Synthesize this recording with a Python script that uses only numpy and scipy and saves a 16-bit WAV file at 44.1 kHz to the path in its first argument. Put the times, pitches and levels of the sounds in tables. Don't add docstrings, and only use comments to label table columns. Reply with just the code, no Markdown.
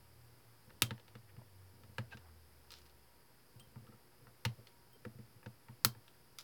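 import sys
import numpy as np
from scipy import signal
from scipy.fft import rfft, irfft, next_fast_len
from scipy.io import wavfile
from scipy.ndimage import uniform_filter1d, map_coordinates

SR = 44100
rng = np.random.default_rng(int(sys.argv[2]) if len(sys.argv) > 2 else 0)


def magnitude_from_level(level_db):
    exponent = np.asarray(level_db, float) / 20
    return 10 ** exponent


def unload_audio(sound):
    columns = np.transpose(np.atleast_2d(sound))
    steps = np.round(np.clip(columns, -1, 1) * 32767)
    wavfile.write(sys.argv[1], SR, steps.astype(np.int16))


N = 283637
SPAN = 12288

# start_s, level_db (peak), sharpness_db
JOLTS = [(0.673, -55.5, -5), (0.826, -31.5, -15.5), (0.909, -36, -7), (1.152, -46.5, -7),
         (1.376, -44.5, -15.5), (1.731, -56, -7), (1.828, -56, -6), (1.89, -53.5, -7.5), (1.987, -34, -10),
         (2.143, -47.5, -4), (3.557, -48.5, -31), (3.604, -56, -6.5), (3.76, -42.5, -9.5),
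         (3.813, -53.5, -7), (3.882, -54.5, 4), (3.931, -57, 1), (4.221, -63, -8), (4.27, -58.5, -5),
         (4.457, -28, -14.5), (4.583, -47.5, -17), (5.057, -42.5, 1.5), (5.149, -50, -19), (5.186, -44, -6),
         (5.357, -53, -28), (5.461, -42, -5.5), (5.691, -45, -9), (5.854, -32, -5.5), (5.957, -50.5, -21)]
# centre_hz, width_hz, level_db
PRESSED_BOARD = [(1377, 1000, -25), (500, 51, 1), (910, 55, -1), (1320, 190, -4), (1667, 200, -6)]
# centre_hz, width_hz, level_db
FREED_BOARD = [(1700, 310, -7), (1303, 152, 4.5), (950, 90, -2), (470, 110, -9.5), (286, 160, 1.5)]
# centre_hz, width_hz, level_db
JAW_SNAP = [(3560, 680, 2), (2160, 1300, -13), (2904, 340, 4.5), (4250, 270, -6), (4900, 270, -36)]
# centre_hz, width_hz, level_db
BRIGHT_EDGE = [(10400, 21000, 36.5), (6670, 4800, -22), (11200, 1000, -16), (16400, 910, -25.5)]


def unit(x):
    return x / np.sqrt(np.mean(x ** 2) + 1e-20)


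def along(points, hz):
    f, v = np.transpose(points)
    return np.interp(np.log(hz + 1), np.log(f + 1), v)


def wobble(rate):
    knots = rng.standard_normal(int(N * rate / SR) + 4)
    return map_coordinates(knots, [np.arange(N) * rate / SR])


def noise(spectrum):
    m = next_fast_len(N)
    gain = magnitude_from_level(along(spectrum, np.fft.rfftfreq(m, 1 / SR)))
    return unit(irfft(rfft(rng.standard_normal(m)) * gain, m)[:N])


def add(track, s, sound):
    part = track[round(s * SR):][:len(sound)]
    part += sound[:len(part)]


def resonate(x, modes, scatter_db, low_hz, top_hz):
    def cut(hz):
        return 1 - (f / hz) ** 2 + 1j * np.sqrt(2) * f / hz

    f = np.fft.rfftfreq(len(x), 1 / SR)
    response = 0
    for hz, width, db in modes:
        gain = magnitude_from_level(db + scatter_db * rng.standard_normal())
        response = response + gain * 1j * f * width / (hz * hz - f * f + 1j * f * width)
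    response *= (f / low_hz) ** 2 / cut(low_hz) / cut(top_hz) ** 2
    y = irfft(rfft(x) * response, len(x))[:len(x) // 2]
    return y / np.sqrt(uniform_filter1d(y ** 2, size=128).max())


def floor():
    # pitch_hz, level_db (peak)
    hum_tones = [(120, -74), (360.5, -81), (830, -88), (945, -81)]
    # pitch_hz, density_db (per Hz)
    rumble_colour = [(13, -43), (22, -11), (68, -4.5), (87, -7.5), (129, -3), (182, -8.5), (400, -13.5),
                     (520, -10), (880, -120)]
    # pitch_hz, density_db (per Hz)
    hiss_colour = [(150, -9), (300, -4), (950, -6), (1700, -7.5), (3000, -13.5), (4000, -15.5), (5000, -7),
                   (5900, -18.5), (7300, -19.5), (9500, -14), (11500, -12.5), (16800, -16), (17300, -25.5),
                   (18500, -48)]
    t = np.arange(N) / SR
    hum = np.zeros(N)
    for hz, db in hum_tones:
        hum += magnitude_from_level(db + 2 * wobble(5)) * np.sin(2 * np.pi * hz * t + .4 * wobble(4))
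    busy = sum(np.exp(-((t - s) / 0.086) ** 2) for s, *_ in JOLTS)
    rumble = magnitude_from_level(-72.5 + 2.15 * busy + 1.8 * wobble(14)) * noise(rumble_colour)
    hiss = magnitude_from_level(-69 + 0.38 * wobble(2.65)) * noise(hiss_colour)
    return hum + rumble + hiss


def drone():
    # start_s, level_db
    passing = [(0.08, -74), (0.22, -62.5), (.5, -63), (0.68, -73), (1.3, -62), (1.55, -60.5),
               (2.351, -60.5), (2.55, -67.5), (3.3, -70.5)]
    start_hz, sink_hz_per_s = 122, 17.5
    s, db = np.transpose(passing)
    t = np.arange(N) / SR
    turns = np.cumsum(start_hz - sink_hz_per_s * t + 1.43 * wobble(39)) / SR
    level_db = np.interp(t, s, db) - 0.5
    upper = magnitude_from_level(level_db + 2.5 * wobble(11)) * np.sin(2 * np.pi * turns)
    lower = magnitude_from_level(-65.5 - 14.6 * t + 3 * wobble(6.3)) * np.sin(2 * np.pi * .7 * turns)
    fade_out = np.clip((s[-1] - t) / 0.15, 0, 1)
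    return fade_out * (upper + lower)


def rubs():
    # start_s, level_db, pitch_hz, width_hz, length_s
    strokes = [(0.691, -64, 1560, 470, 0.024), (1.381, -63.5, 860, 141, 0.022),
               (1.412, -59.5, 760, 330, 0.012), (1.279, -67, 1900, 910, 0.037),
               (2.1, -61.5, 2680, 2700, 0.059), (2.104, -58.5, 2630, 150, 0.038),
               (2.109, -57, 750, 220, 0.043), (2.114, -49.5, 1584, 45, 0.035),
               (2.199, -66, 900, 700, 0.125), (2.73, -64, 3800, 2600, 0.078),
               (3.595, -67.5, 1190, 55, 0.019), (3.863, -64, 1310, 60, 0.039),
               (3.923, -67, 1320, 60, 0.027), (4.578, -61.5, 443, 119, 0.03), (4.929, -64, 416, 80, 0.048),
               (5.286, -70, 1350, 200, 0.035)]
    out, t = np.zeros(N), np.arange(SPAN) / SR
    for s, db, hz, width, length in strokes:
        stroke = np.sin(np.pi * np.clip(t / length, 0, 1))
        grains = rng.standard_normal(SPAN) * magnitude_from_level(3.6 * rng.standard_normal(SPAN))
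        sound = resonate(stroke * grains, [(hz, width, 0)], 0, low_hz=hz / 2, top_hz=hz + width + 600)
        add(out, s, magnitude_from_level(db) * sound)
    return out


def bench():
    # pitch_hz, t60_s, strength_group
    bench_modes = [(119, .14, 0), (215, .1, 1), (165, .05, 2), (280, .07, 2), (345, .06, 2), (480, .06, 2),
                   (104, .2, 3), (140, .12, 3)]
    out, t = np.zeros(N), np.arange(SPAN) / SR
    swell = magnitude_from_level(2.5) * (1 - np.exp(-t / 0.0085)) ** 2
    for s, db, sharp_db in JOLTS:
        strength = magnitude_from_level([db + 5, db + 5.5 + 0.69 * sharp_db, db + sharp_db, db - 9.5])
        ring = np.zeros(SPAN)
        for hz, t60, group in bench_modes:
            detuned_hz = hz * (1 + .02 * rng.standard_normal())
            ring += strength[group] * magnitude_from_level(-60 * t / t60) * np.sin(2 * np.pi * detuned_hz * t)
        add(out, s - .003, ring * swell)
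    no_sway = signal.butter(3, 62, "high", fs=SR, output="sos")
    return signal.sosfilt(no_sway, out)


def jaws():
    # start_s, low_mode_db, middle_mode_db, high_mode_db
    pings = [
        (0.822, -44.5, -61.5, -60),
        (3.597, -59.5, -55, -57),
        (4.453, -67, -68, -68),
        (4.929, -71, -70, -54),
        (4.943, -71, -74, -55),
        (5.852, -52, -63, -64),
    ]
    # pitch_hz, t60_s
    bar_modes = [(3150, .19), (8450, .05), (16500, .035)]
    out, t = np.zeros(N), np.arange(SPAN) / SR
    for s, *levels in pings:
        for db, (hz, t60) in zip(levels, bar_modes):
            chatter = np.cumsum(hz / 60000 * rng.standard_normal(SPAN))
            beat = 1 + .5 * np.cos(2 * np.pi * (28 * t + rng.random()))
            tone = np.sin(2 * np.pi * hz * t + chatter) * (1 - np.exp(-t / .003))
            add(out, s, magnitude_from_level(db - 60 * t / t60) * beat * tone)
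    return out


def room(x, wet_db):
    # pitch_hz, t60_s
    decay = [(200, 0.48), (1500, 0.13), (5000, 0.14), (14000, 0.125)]
    hz, t, z = signal.stft(rng.standard_normal(SPAN), SR, nperseg=256)
    tail = signal.istft(z * magnitude_from_level(-60 * t / along(decay, hz)[:, None]), SR, nperseg=256)[1]
    tail = np.pad(tail, (round(0.005 * SR), 0))[:len(x)]
    power = np.abs(rfft(x)) ** 2
    colour = np.sqrt(np.abs(uniform_filter1d(power, size=80)))
    return x + magnitude_from_level(wet_db) * irfft(rfft(tail / np.linalg.norm(tail), len(x)) * colour, len(x))


def contacts(events, snap, edge, board, t60, wet_db):
    out, t = np.zeros(N), np.arange(SPAN) / SR
    lag_s, scatter_db = 0.0007, 2
    for s, db, knock_db, edge_db, crack_db in events:
        roughness_db = 2.18 * rng.standard_normal(SPAN)
        force = magnitude_from_level(-60 * t / t60 + roughness_db) * rng.standard_normal(SPAN)
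        force[0] = magnitude_from_level(crack_db)
        sound = resonate(force, snap, scatter_db, low_hz=1730, top_hz=6540)
        sound += magnitude_from_level(edge_db) * resonate(force, edge, scatter_db, low_hz=5070, top_hz=17800)
        sound += magnitude_from_level(knock_db) * resonate(force, board, scatter_db, low_hz=313, top_hz=2760)
        add(out, s + lag_s, magnitude_from_level(db) * room(sound, wet_db))
    return out


def offcuts():
    # start_s, level_db (peak), edge_db, crack_db (over rattle)
    landings = [(2.7048, -50, -15, 14), (2.717, -52.5, -1.5, 14), (2.7218, -52, -23, 7),
                (2.729, -60, -8, 14), (2.733, -60, -12, 11), (2.7387, -48, -16, 30), (2.768, -66, -19, 3),
                (2.785, -62, -1, 12), (2.806, -68, -10, 14), (2.816, -65, -4, 12), (2.855, -66, -10, 6),
                (2.862, -62.5, -6, 3), (2.896, -64, -10, 17), (6.3853, -43, -4, 2), (6.4014, -53, -10, 10),
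                (6.4083, -54, -3, 15)]
    # centre_hz, width_hz, level_db
    wire = [(4300, 1700, 4), (5000, 420, 4), (3070, 650, -12)]
    knock_db = -10.5
    bounces = [(s, db, knock_db, edge_db, crack_db) for s, db, edge_db, crack_db in landings]
    return contacts(bounces, wire, BRIGHT_EDGE, FREED_BOARD, t60=0.023, wet_db=-6)


def touches():
    # start_s, level_db (snap peak), knock_db (board)
    taps = [(0.7034, -64, 3), (0.9787, -62.5, 3.5), (0.997, -60, -3), (1.08, -59, -2), (1.1524, -58, 5.5),
            (1.3653, -68.5, 6), (1.8349, -64, 3.5), (2.125, -58, 4), (2.1707, -55.5, -3),
            (3.7577, -72.5, 16.5), (3.8677, -64, -5), (3.923, -73.5, 13), (4.2692, -69, 13.5),
            (4.67, -54.5, -9), (5.1866, -72.5, 9), (5.429, -73, 16), (5.684, -63.5, 8), (5.9491, -72, 12),
            (6.0797, -55.5, -5)]
    edge_db, crack_db = -15, 19
    events = [(*tap, edge_db, crack_db) for tap in taps]
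    return contacts(events, JAW_SNAP, BRIGHT_EDGE, PRESSED_BOARD, t60=.028, wet_db=-7.5)


def dull_cuts():
    # start_s, level_db (snap peak), knock_db (board), edge_db, crack_db (over rattle)
    cuts = [
        (0.907, -41.5, 1.5, -20, 17.5),
        (1.9822, -41, 6, -13.5, 8),
        (3.5963, -60, -17, -3, 8),
        (4.4502, -34, 0.5, -9, -15),
        (5.0498, -59.5, 15, -7, -18),
        (5.46, -56.5, 9, -19, 15),
    ]
    return contacts(cuts, JAW_SNAP, BRIGHT_EDGE, PRESSED_BOARD, t60=.032, wet_db=-13)


def clean_snips():
    # start_s, level_db (snap peak), knock_db (board), edge_db, crack_db (over rattle)
    deep_snips = [
        (.8203, -19.5, -7.5, -3, 22.4),
    ]
    tip_snips = [
        (5.8473, -20, -6, 0, 18.3),
    ]
    # centre_hz, width_hz, level_db
    tip_snap = [(4140, 1300, 3.5), (5100, 800, 1), (2620, 230, -5), (3250, 220, -11)]
    # centre_hz, width_hz, level_db
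    tip_edge = [(11000, 6300, -14), (11670, 880, 2.5), (7760, 1000, -12), (15800, 1900, 3)]
    deep = contacts(deep_snips, JAW_SNAP, BRIGHT_EDGE, FREED_BOARD, t60=.03, wet_db=-13.5)
    tips = contacts(tip_snips, tip_snap, tip_edge, FREED_BOARD, t60=0.033, wet_db=-14.5)
    return deep + tips


def scene():
    background = floor() + drone()
    handling = rubs() + bench() + jaws()
    cutting = offcuts() + touches() + dull_cuts() + clean_snips()
    return (background + handling + cutting)[None]


def band_limit(x):
    return signal.sosfilt(signal.butter(12, 19290, fs=SR, output="sos"), x)


def record(dry):
    top_cut = signal.cheby2(12, 70, 19000, fs=SR, output="sos")
    mix = signal.sosfilt(top_cut, dry) - .0004
    return band_limit(mix)


dry = scene()
out = record(dry)
unload_audio(out)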